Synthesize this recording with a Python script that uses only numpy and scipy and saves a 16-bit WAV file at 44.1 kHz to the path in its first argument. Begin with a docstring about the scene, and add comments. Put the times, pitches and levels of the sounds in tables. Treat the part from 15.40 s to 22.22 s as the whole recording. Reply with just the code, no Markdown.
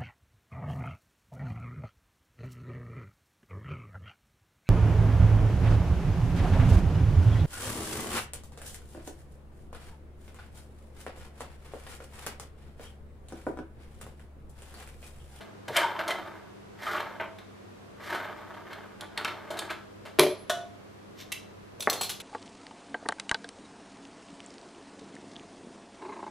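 """A hand tap rasps and rattles as a wrench spins it back out of a threaded steel part in a small workshop.
The rub is made of tiny random slips, coloured by filters and resonances and driven by the wrench's swings.
Knocks, the clamp bar dropping on the vice, clinks, clicks and the wrench being laid down are made of
short contact noise plus ringing modes; the vice booms, the wrench slides, thuds and jingles.
Echoes, mains hum and quiet ventilation noise fill the workshop."""
import sys
import numpy as np
from scipy import signal
from scipy.fft import rfft, irfft
from scipy.io import wavfile
from scipy.ndimage import uniform_filter1d

SR = 44100
rng = np.random.default_rng(int(sys.argv[2]) if len(sys.argv) > 2 else 0)


def wav_record(signal):
    """Record a signal, one row per channel, as 16-bit PCM in the file named by sys.argv[1]."""
    frames = np.transpose(np.atleast_2d(signal))
    bounded = np.clip(frames, -1, 1)
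    # unit amplitude maps onto the largest positive 16-bit level
    quanta = np.round(bounded * 32767).astype(np.int16)
    wavfile.write(sys.argv[1], SR, quanta)


N = 300753
HZ = np.fft.rfftfreq(4096, 1 / SR)  # frequencies at which filter curves are drawn

# ringing modes of the vice: (frequency [Hz], relative level [dB], time to fall 60 dB [s])
VICE_MODES = [(151, -29.5, 0.3), (316.7, -27.5, 0.27), (370, -19.5, 0.62), (408, -30, 0.4),
              (437.3, -19.5, 0.34), (574, -29, 0.4), (598, -28, 0.7)]


def gain_of(db):
    """Turns decibels into an amplitude factor."""
    return 10 ** (np.asarray(db) / 20)


def evened(x):
    """Scales a sound to an rms of 1."""
    return x / np.sqrt(np.mean(x ** 2) + 1e-20)


def read(points, hz):
    """Reads a curve between its points, along a logarithmic frequency axis."""
    point_hz, value = np.transpose(points)
    return np.interp(np.log(hz + 1), np.log(point_hz + 1), value)


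def fading(t, t60):
    """Exponential decay that falls 60 dB in t60 seconds."""
    return np.exp(-np.log(1000) * t / t60)


def add(mix, s, sound):
    """Mixes a sound in, starting at s seconds."""
    part = mix[max(round(s * SR), 0):][:len(sound)]
    part += sound[:len(part)]


def colour(x, db):
    """Filters with the gain curve db over HZ; it rings after a click, never before (minimum phase)."""
    cepstrum = irfft(np.log(gain_of(np.maximum(db - db.max(), -100))))
    half = len(cepstrum) // 2
    # folding the cepstrum forward puts the whole response after the click
    cepstrum[1:half] *= 2
    cepstrum[half + 1:] = 0
    response = irfft(np.exp(rfft(cepstrum)))
    return signal.oaconvolve(x, response)[:len(x)]


def resonate(x, hz, width):
    """A resonance of gain 1, width in Hz, whose pitch follows the curve hz."""
    turn = np.exp(2j * np.pi * np.cumsum(hz) / SR)
    r = np.exp(-np.pi * width / SR)
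    # shift the pitch down to zero, smooth, and shift it back up
    return 2 * (turn * signal.lfilter([1 - r], [1, -r], x / turn)).real


def wander(per_s):
    """A slow random curve of rms 1 that changes about per_s times a second."""
    count = 8192
    hz = np.fft.rfftfreq(count, N / SR / count)
    slow = irfft(rfft(rng.standard_normal(count)) * np.exp(-(hz / per_s) ** 2))
    return evened(np.interp(np.arange(N), np.linspace(0, N, count), slow))


def slips(per_s, spread_db):
    """A random train of tiny slips of either sign, a few larger than the rest."""
    size = gain_of(spread_db * np.minimum(rng.exponential(1, N), 3.5))
    sign = rng.choice([-1., 1.], N)
    happens = rng.random(N) < per_s / SR
    return evened(size * sign * happens)


def stroke(s, db, rise_s, hold_s, stop_s):
    """The gain of one sliding motion: it speeds up until s, holds, and friction slows it evenly."""
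    times = s + np.array([-rise_s, 0, hold_s, hold_s + stop_s])
    speed = np.interp(np.arange(N) / SR, times, [0, 1, 1, 0])
    return gain_of(db) * speed ** 2.76  # loudness grows as this power of the speed


def tap_resonance():
    """The lift in dB that the resonances of tap and work give to whatever shakes them."""
    # resonances: (frequency [Hz], width [Hz], lift [dB])
    tap_peaks = [(631, 76, 2.2), (963, 350, 1.5), (1272, 94, 0.72), (1550, 58, 1.77), (1640, 173, 5),
                 (2170, 490, 5.6), (3074, 115, 8.1), (3620, 280, 5.4), (4120, 520, 3.4), (10100, 820, 3.9)]
    return sum(db / (1 + (2 * (HZ - hz) / width) ** 2) for hz, width, db in tap_peaks)


def blows(rows, contact_db, modes, level_db, ring_db, chatter_db, mid_db, vary_db=0, detune=0,
          build_s=0.00071):
    """Each blow is one contact, a dying chatter of the faces, and the ring of the struck steel.

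    bass, mid_db and treble set each blow's hardness curve, which counts relative to mid_db;
    level_db shifts every blow's level."""
    shank_db, shank_width_hz = 9.5, 160
    out, t = np.zeros(N), np.arange(SR // 2) / SR
    for s, db, bass_db, treble_db, chatter_s, *shank_hz in rows:
        hardness = read([(600, bass_db), (1400, mid_db), (2800, mid_db), (6500, treble_db)], HZ) - mid_db
        # the tap's shank resonates at a pitch that depends on how it is gripped and seated
        shank = sum(shank_db / (1 + (2 * (HZ - f) / shank_width_hz) ** 2) for f in shank_hz)

        touches = rng.random(len(t)) < .15
        force = rng.standard_normal(len(t)) * touches * np.exp(-t / chatter_s)
        force *= 1 - np.exp(-t / build_s)
        force *= gain_of(chatter_db) / (np.linalg.norm(force) + 1e-9)
        force[0] += 1  # the first contact
        crack = colour(force, contact_db + hardness + shank)
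        # the loudest 200 samples get an rms of 1
        crack /= np.sqrt(uniform_filter1d(crack ** 2, size=200, mode="constant").max())

        ring = np.zeros(len(t))
        # each striking place favours other modes, and the grip shifts their pitch
        chances = rng.uniform(-1.03, 1, (len(modes), 2))
        for (hz, mode_db, t60), (luck, shift) in zip(modes, chances):
            size = gain_of(mode_db + vary_db * luck + np.interp(hz, HZ, hardness) / 2)
            ring += size * fading(t, t60) * np.sin(2 * np.pi * hz * (1 + detune * shift) * t)
        add(out, s, gain_of(db + level_db) * (crack + gain_of(ring_db) * ring))
    # deep bass is taken out of every blow
    return signal.sosfilt(signal.butter(6, 112, "high", fs=SR, output="sos"), out)


def workshop(air_db=-49, waver_db=0.3):
    """Ventilation is steady filtered noise; mains equipment hums in sines whose level wavers."""
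    # ventilation spectrum: (frequency [Hz], relative level per Hz [dB])
    air_colour = [(12, -58), (20, -19), (68, -12), (101, -8.5), (200, -11.5), (399, -9.5), (527, -14),
                  (678, -15), (849, -19), (1030, -18), (11400, -43), (14000, -47), (15300, -74)]
    # stereo width of the ventilation: (frequency [Hz], side gain [dB])
    air_width = [(60, -25.5), (150, 0.5), (380, 4.5), (950, 1), (2380, 0.5), (5980, 0), (15000, -1)]
    # mains hum: (frequency [Hz], rms level [dB])
    hum_tones = [(100, -60), (200, -60)]
    hz, t = np.fft.rfftfreq(N, 1 / SR), np.arange(N) / SR
    spectrum = rfft(rng.standard_normal((2, N))) * gain_of(read(air_colour, hz))
    spectrum[1] *= gain_of(read(air_width, hz))
    mid, side = irfft(spectrum, N)
    air = evened(np.array([mid + side, mid - side]))
    hum = np.zeros(N)
    for f, db in hum_tones:
        level = np.sqrt(2) * gain_of(db + waver_db * wander(per_s=6))
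        hum += level * np.sin(2 * np.pi * (f * t + rng.random()))
    return gain_of(air_db) * air + hum


def room(x, rise_s=0.0012):
    """Sparse echoes that die band by band; the two channels differ most in the treble."""
    # decay of the echoes: (frequency [Hz], time to fall 60 dB [s])
    room_t60 = [(150, 0.37), (600, 0.52), (1700, 0.3632), (4600, 0.4241), (12000, 0.2345)]
    # stereo width of the echoes: (frequency [Hz], side gain [dB])
    room_width = [(150, -11.5), (600, -15.5), (1500, -13), (4000, -10.5), (8000, -2.5), (13000, 2)]
    size = 32768
    taps = rng.choice([-1., 1.], (2, size)) * (rng.random((2, size)) < 4000 / SR)
    hz, t, bands = signal.stft(taps, SR, nperseg=256)
    bands = bands * fading(t, read(room_t60, hz)[:, None])
    bands[1] *= gain_of(read(room_width, hz))[:, None]
    tail = signal.istft(bands, SR, nperseg=256)[1]
    tail *= 1 - np.exp(-(np.arange(tail.shape[1]) / SR / rise_s) ** 2)
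    mid, side = signal.fftconvolve(x[None], tail / np.linalg.norm(tail[0]), axes=1)[:, :N]
    return np.array([mid + side, mid - side])


def table_thud():
    """The wrench lands on the table: dull contacts and one short mode."""
    # landings: (time [s], relative level [dB], bass [dB], treble [dB], chatter decay [s])
    landings = [(6.4735, -12, -8, -16, 0.0002), (6.4785, -19.5, -2, -27, 0.0094),
                (6.524, -27, -10, -22, 0.006), (6.556, -30, 1, -40, 0.0028),
                (6.611, -26.5, -5.5, -37, 0.006)]
    # contact spectrum: (frequency [Hz], relative level per Hz [dB])
    contact = [(88, -54), (150, -22), (400, -7), (760, -2.5), (1200, -3.5), (1450, -15), (2000, -15),
               (2650, -33), (4340, -50), (9000, -90)]
    # ringing modes: (frequency [Hz], relative level [dB], time to fall 60 dB [s])
    modes = [(793, -2, 0.059)]
    return blows(landings, read(contact, HZ), modes, level_db=-4.5, ring_db=-12, chatter_db=1, mid_db=-6.5)


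def handle_note(hz=4228, struck_t60=0.039, sing_at_s=6.63, sing_db=-34, swell_db_per_s=190, free_t60=0.31):
    """The handle's bending note: short pings when struck, then it swells as the steel skids, and rings out."""
    # strikes on the handle's free end: (time [s], level [dB])
    pings = [(6.405, -46), (6.424, -32), (6.499, -19.5)]
    t = np.arange(N) / SR
    struck = sum(gain_of(db) * (t >= s) * fading(abs(t - s), struck_t60) for s, db in pings)
    growing = gain_of(swell_db_per_s * np.minimum(t - sing_at_s, 0))
    dying = fading(np.maximum(t - sing_at_s, 0), free_t60)
    return (struck + gain_of(sing_db) * growing * dying) * np.sin(2 * np.pi * hz * t)


def handle_jingle():
    """The handle jingles as the wrench is laid down: bright blows that each favour other modes."""
    # blows: (time [s], relative level [dB], bass [dB], treble [dB], chatter decay [s])
    jingles = [(6.3975, -29.5, -2, -25, 0.005), (6.4053, -21.5, -27, -14.5, 0.0042),
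               (6.4233, -25, -25, -17, 0.0088), (6.4991, -15, -19, -9.5, 0.0046),
               (6.5294, -20, -17, -17, 0.0085), (6.6114, -17.5, -18, -12.5, 0.011),
               (6.6324, -20.5, -43, -13, 0.015), (6.6942, -20.5, -28, -16, 0.016),
               (6.8009, -27.5, -30, -21, 0.0097)]
    # contact spectrum: (frequency [Hz], relative level per Hz [dB])
    contact = [(290, -2.5), (500, -0.5), (1070, -4), (1880, -9), (3400, 1), (4700, -6.5), (5900, -10),
               (7900, -11), (9200, -17), (10700, -6), (12500, -15), (14000, -15), (15500, -24)]
    # ringing modes: (frequency [Hz], relative level [dB], time to fall 60 dB [s])
    modes = [(3450, -14, 0.11), (5810, -7.5, 0.11), (5950, -4, 0.1), (7050, -11, .08), (7930, -4.5, 0.094),
             (8800, -11, 0.1), (10560, -9.5, 0.15), (11900, -14, .1), (14000, -13, 0.076), (14135, -8, .1)]
    return blows(jingles, read(contact, HZ), modes, level_db=-11.0, ring_db=-11.5, chatter_db=14,
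                 mid_db=-19.0, vary_db=10.0, detune=0.012, build_s=0.00074)


def jaw_clicks():
    """The wrench clicks in the hand: its jaws ring very briefly."""
    # clicks: (time [s], relative level [dB], bass [dB], treble [dB], chatter decay [s])
    clicks = [(5.9189, -26, -28, -21, 0.0056), (5.9234, -26, -10, -12, 0.002),
              (5.9444, -40, -34, -37, 0.0039)]
    # contact spectrum: (frequency [Hz], relative level per Hz [dB])
    contact = [(410, -49), (700, -26), (1100, -9), (1780, -27), (1950, -9), (2770, -3), (4770, -14.5),
               (5790, -12), (9230, -18), (10900, -10.5), (14500, -27), (15500, -36)]
    # ringing modes: (frequency [Hz], relative level [dB], time to fall 60 dB [s])
    modes = [(2070, -2, 0.089), (2560, 5, 0.08), (2690, 4, 0.08), (3320, -14, 0.054), (3440, 0, 0.06),
             (3940, 6, 0.05), (6000, -13, 0.06)]
    return blows(clicks, read(contact, HZ), modes, level_db=-5.5, ring_db=-11.0, chatter_db=20, mid_db=-20.0)


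def slide():
    """The handle slides through the fingers: a short dry swish made of dense slips."""
    # spectrum of the swish: (frequency [Hz], relative level per Hz [dB])
    swish_colour = [(530, -53), (900, -21), (1090, -1), (1270, -23), (1890, -5), (2990, -6.5), (6000, -6),
                    (11400, -24), (12900, -7), (15000, -46.5)]
    speed = stroke(s=5.81, db=-45.5, rise_s=0.076, hold_s=0.0061, stop_s=0.05)
    swish = colour(slips(per_s=4200, spread_db=5.5), read(swish_colour, HZ) + tap_resonance())
    return speed * evened(swish)


def part_clink():
    """A loose steel part is struck as the hand leaves, and its modes ring."""
    # blows: (time [s], relative level [dB], bass [dB], treble [dB], chatter decay [s])
    clinks = [(5.0969, -23, -17.5, -17.5, 0.012)]
    # contact spectrum: (frequency [Hz], relative level per Hz [dB])
    contact = [(150, -51), (300, -27), (660, -2), (829, -20), (1200, -10), (1800, -15.5), (2500, -23.5),
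               (3440, -14), (5100, -26.5), (5850, -23), (12000, -31), (15000, -41)]
    # ringing modes: (frequency [Hz], relative level [dB], time to fall 60 dB [s])
    modes = [(376, -20.5, 0.76), (660, -12, 0.19), (696.9, -2, 0.45), (1470, -9, 0.32), (1885, -9, 0.15),
             (2970, -13.5, 0.18), (3310, -13, 0.16), (3530, -8, 0.11), (5920, -6.5, 0.063),
             (10200, -13, 0.12)]
    return blows(clinks, read(contact, HZ), modes, level_db=-1.0, ring_db=-3.0, chatter_db=10, mid_db=-17.5)


def vice_boom(struck_s=4.7944, build_s=0.0034, level_db=1, rattle_db=0.5, settle_s=4.934, choke_s=0.006):
    """The vice booms in close, beating modes while the bar rattles on it; the bar lies flat and chokes them."""
    out, t = np.zeros(N), np.arange(SR // 2) / SR
    ring = sum(gain_of(db) * fading(t, t60) * np.sin(2 * np.pi * hz * t) for hz, db, t60 in VICE_MODES)
    choke = np.exp(-np.maximum(struck_s + t - settle_s, 0) / choke_s)
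    add(out, struck_s, ring * (1 - np.exp(-t / build_s)) * choke)
    # the rattle makes the level waver
    return out * gain_of(level_db + rattle_db * wander(per_s=70))


def bar_drop():
    """The clamp bar drops on the vice and bounces: hard contacts and the bar's long high modes."""
    # blows: (time [s], relative level [dB], bass [dB], treble [dB], chatter decay [s])
    drops = [(4.7878, -12.5, -5, -23, 0.01), (4.7944, -9.5, -18, -14, 0.002),
             (4.8035, -20.5, -10.5, -14.5, 0.029), (4.8345, -18.5, 4.5, -16, 0.001),
             (4.8645, -23, 5, -27, 0.0015)]
    # contact spectrum: (frequency [Hz], relative level per Hz [dB])
    contact = [(90, -54), (140, -36), (250, -14.5), (400, -2), (505, -10.5), (590, -6.5), (814, -12.5),
               (1160, -8), (1400, -12.5), (2420, -12), (2860, -16), (3180, -13.5), (6910, -24.5),
               (10300, -23), (11200, -16.5), (13200, -26), (15000, -55)]
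    # ringing modes: (frequency [Hz], relative level [dB], time to fall 60 dB [s])
    modes = [(2426, -11.5, 0.2), (3180, -6.5, 0.16), (3880, -5, .18), (5980, -16, 0.19), (10850, -14, 0.62),
             (10840, -10, 0.9)]
    return blows(drops, read(contact, HZ), modes, level_db=-1.0, ring_db=-16.5, chatter_db=8.5, mid_db=-14.0)


def palm_bump():
    """The palm bumps the handle to start it spinning: a soft contact with no ring."""
    # bumps: (time [s], relative level [dB], bass [dB], treble [dB], chatter decay [s])
    bumps = [(0.288, -35, -20, -20, 0.019)]
    # contact spectrum: (frequency [Hz], relative level per Hz [dB])
    contact = [(50, -11), (135, -8), (250, -29), (450, -4), (900, -14), (3000, -55)]
    return blows(bumps, read(contact, HZ), [], level_db=1.0, ring_db=0, chatter_db=25, mid_db=-24)


def tip_ticks():
    """The freed tip of the tap ticks on the mouth of the hole, ringing for a moment."""
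    # ticks: (time [s], relative level [dB], bass [dB], treble [dB], chatter decay [s])
    ticks = [(3.609, -27, -17, -8.5, 0.003), (3.776, -16, -22, -21.5, 0.0047),
             (4.19, -19, -14.5, -4, 0.0036)]
    # contact spectrum: (frequency [Hz], relative level per Hz [dB])
    contact = [(500, -24), (1900, -5.5), (2700, -8.5), (3500, 3), (3850, -7), (4400, -7.5), (5700, -18.5),
               (9800, -15.5), (11300, -22), (13200, -25), (15000, -55)]
    # ringing modes: (frequency [Hz], relative level [dB], time to fall 60 dB [s])
    modes = [(3156, 1, 0.07), (3540, 1.5, 0.047), (4290, -1.5, 0.06)]
    return blows(ticks, read(contact, HZ), modes, level_db=-12.0, ring_db=-9.5, chatter_db=11, mid_db=-14.5)


def tap_knocks():
    """The wrench and the loose tap knock together; the shank adds its own resonance to every knock."""
    # knocks: (time [s], relative level [dB], bass [dB], treble [dB], chatter decay [s], shank pitch [Hz])
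    knocks = [(0.008, -34.5, 3, -12.5, 0.019, 2950), (0.281, -23.5, -1, -10.5, 0.0094, 2830),
              (0.36, -12, -24, -34, 0.036, 3080), (0.365, -13, -24, -1, 0.0055, 3150),
              (0.3705, -13.5, -8, 3, 0.0026, 3100), (0.404, -23, -31, -27, 0.017, 3440),
              (0.4325, -19.5, -18, -48, 0.0047, 3400), (0.561, -32, -21, -40, 0.0068, 3110),
              (0.591, -19.5, -14, -19.5, 0.0083, 2810), (0.679, -20, -8, -7.5, 0.01, 3300),
              (0.706, -16.5, -4, -14.5, 0.0082, 3160), (0.875, -37, 1, -16, 0.0054, 3430),
              (1.397, -48, -11, -20, 0.004, 3120), (1.466, -26.5, -22, -27, 0.011, 3120),
              (1.5465, -23, -16, -41, 0.003, 2500), (1.577, -20, -5, -40, 0.012, 3180),
              (1.604, -22.5, -5, -21, 0.0034, 3130), (1.799, -22, -10.5, -70, 0.0062, 3320),
              (1.813, -24.5, -1, -78, 0.024, 3200), (1.986, -35, -19, -18.5, 0.0056, 3780),
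              (2.746, -24, 2, -13, 0.016, 3100), (3.14, -34.5, 5, -18, 0.012, 3230),
              (3.311, -33.5, -12, -21, 0.011, 4200), (3.33, -27, -13, -19.5, 0.0092, 4180),
              (3.847, -16, -6, -11, 0.0015, 2650), (3.852, -17, -16, -32, 0.01, 3250),
              (3.877, -23, -36, -23, 0.019, 4200), (4.105, -25.5, 7, -6.5, 0.019, 3240),
              (4.171, -29, -18, -10, 0.014, 3870), (4.294, -26.5, -27, -34, 0.014, 2370),
              (4.303, -20, -14, -16.5, 0.014, 3340), (4.654, -31, 2, -14.5, 0.028, 2770)]
    # contact spectrum: (frequency [Hz], relative level per Hz [dB])
    contact = [(88, -32), (150, -23.5), (330, -15), (660, -11), (1050, -4), (1300, 2), (2020, -3.5),
               (2810, -7), (3300, -7.5), (5000, -12), (7000, -18), (9300, -18.5), (11500, -26),
               (13200, -17), (15000, -74)]
    # ringing modes: (frequency [Hz], relative level [dB], time to fall 60 dB [s])
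    modes = [(645, 6.5, 0.28), (942, 5.5, 0.12), (1324, 9.5, 0.14), (1560, -5, 0.104), (3090, -5, .13),
             (4250, -1.5, 0.14)]
    return blows(knocks, read(contact, HZ) + tap_resonance(), modes, level_db=-11.5, ring_db=-21.0,
                 chatter_db=11.0, mid_db=-15.5, vary_db=7.5, detune=0.017, build_s=0.00096)


def thread_chirps():
    """The thread chirps where it binds: noise feeds two resonances in a row that glide in pitch."""
    # chirps: (time [s], length [s], start pitch [Hz], end pitch [Hz], level [dB], resonance width [Hz])
    glides = [(0.355, 0.043, 788, 526, -30.5, 60), (0.412, 0.051, 1003, 895, -30, 60),
              (0.398, 0.074, 1650, 1494, -36.5, 90), (0.53, 0.047, 880, 1020, -41, 60),
              (0.577, 0.061, 629, 704, -38, 35), (0.695, 0.039, 2030, 1980, -35.5, 120),
              (1.456, 0.067, 1210, 1420, -35.5, 260), (1.543, 0.041, 1180, 1320, -33.5, 260),
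              (2.719, 0.05, 1500, 1360, -38, 400)]
    out = np.zeros(N)
    for s, length, start_hz, end_hz, db, width_hz in glides:
        hz = np.linspace(start_hz, end_hz, max(round(length * SR), 2))
        drive = rng.standard_normal(len(hz))
        squeak = resonate(resonate(drive, hz, width_hz), hz, 2 * width_hz)
        add(out, s, gain_of(db) * evened(squeak * signal.windows.tukey(len(hz), .5)))
    return out


def crushing():
    """How hard chips are crushed in the flutes while the hand drives the wrench."""
    # crushes: (time [s], length at full strength [s], level [dB])
    crushes = [(0.365, 0.005, -34.5), (0.697, 0.0039, -54), (1.437, 0.12, -44), (2.651, 0.073, -46.5)]
    return sum(stroke(s, db, rise_s=0.097, hold_s=length, stop_s=0.13) for s, length, db in crushes)


def rubbing():
    """How hard the tap rubs: swings of the wrench, and flutes catching briefly on the thread's flank."""
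    # swings: (at full speed [s], speeds up for [s], driven for [s], coasts for [s], relative level [dB])
    swing_rows = [(0.0, 0.2, 0.01, 0.27, -50.5), (0.39, 0.19, 0.008, 0.73, -33),
                  (0.7, 0.18, 0.14, 0.46, -42.5), (1.484, 0.19, 0.092, 0.5, -36),
                  (2.742, 0.27, 0.016, 0.71, -35.5), (3.1, 0.23, 0.066, 0.52, -48.5),
                  (3.29, 0.16, 0.09, 0.4, -46.5), (3.82, 0.22, 0.088, 0.53, -43),
                  (4.14, 0.26, 0.085, 0.42, -42.5)]
    # catches: (time [s], relative level [dB])
    catch_rows = [(0.29, -50), (0.368, -43), (0.597, -31.5), (0.69, -30.5), (1.81, -40), (1.995, -50),
                  (3.614, -41), (3.778, -39.5), (3.857, -50), (4.11, -45), (4.2, -36.5), (4.303, -38.5)]
    swings = sum(stroke(s, db, rise_s, driven_s, coast_s) ** 2
                 for s, rise_s, driven_s, coast_s, db in swing_rows)
    catches = sum(stroke(s, db, rise_s=0.034, hold_s=0.0052, stop_s=0.12) ** 2 for s, db in catch_rows)
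    return np.sqrt(swings + catches)


def thread(rasp_db=-4, sing_db=-10.0, vice_db=-14.5, loose_grit_db=-16.5, clump_db=2.0, drift=0.0437):
    """The flutes stick and slip in clumps and sing at drifting pitches; the vice drones; chips add grit."""
    # spectrum of the rubbing thread: (frequency [Hz], relative level per Hz [dB])
    rub_colour = [(88, -57), (150, -14.5), (273, -13.5), (322, 2.5), (416, -8), (636, -3), (742, 0.5),
                  (1250, 0.5), (2700, -15.5), (3090, -16.5), (6180, -37), (11500, -55), (13100, -24),
                  (15000, -46)]
    # spectrum of the crushed chips: (frequency [Hz], relative level per Hz [dB])
    grit_colour = [(400, -73), (1200, -0.5), (2000, 10.5), (2600, -6), (3100, 0), (4300, -4.5), (6000, -11),
                   (9000, -16), (12300, -18.5), (13150, -7.5), (13900, -24.5), (15000, -53)]
    clumps = gain_of(clump_db * wander(per_s=59))
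    rub = rubbing()
    rasp = evened(colour(slips(per_s=480, spread_db=0.5), read(rub_colour, HZ) + tap_resonance()))
    sing = evened(sum(resonate(rasp, hz * np.exp(drift * wander(per_s=8.8)), width=13.5)
                      for hz in (654.0, 903.5, 1240.0, 1333, 1489, 1621)))
    # level differences between the vice's modes are halved in the drone
    drone = evened(sum(gain_of(db / 2) * resonate(rasp, np.full(N, hz), width=12)
                       for hz, db, _ in VICE_MODES))
    steel = gain_of(rasp_db) * rasp + gain_of(sing_db) * sing + gain_of(vice_db) * drone
    grit = evened(colour(slips(per_s=4000, spread_db=0.5), read(grit_colour, HZ)))
    # a few chips stay in the flutes and follow the rub
    chips = crushing() + gain_of(loose_grit_db) * rub
    return clumps * (rub * steel + chips * grit)


def scene():
    """The work and the vice are close by; the slide, clinks, clicks and jingles get a little more of the room,
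    the landing on the table a little less, and the handle's note none."""
    background = workshop()
    thud = table_thud()
    aside = slide() + part_clink() + jaw_clicks() + handle_jingle()
    boom, bar = vice_boom(), bar_drop()
    work = thread() + thread_chirps() + tap_knocks() + tip_ticks() + palm_bump()
    to_room = gain_of(-6.0) * work + gain_of(-9.5) * bar + gain_of(-18.5) * boom
    to_room += gain_of(-5.0) * aside + gain_of(-7.5) * thud
    leaning_boom = boom * gain_of([[1], [-1]])  # a little to the left
    return work + bar + leaning_boom + aside + handle_note() + thud + room(to_room) + background


def record(dry):
    """Rounds the very loudest peaks, then cuts the treble above the band's edge."""
    edge_hz = 15700
    rounded = dry / (1 + (dry / .8) ** 4) ** .25
    lowpass = signal.firwin(255, edge_hz, window=("kaiser", 9), fs=SR)
    return signal.oaconvolve(rounded, lowpass[None], "same")


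dry = scene()
out = record(dry)
wav_record(out)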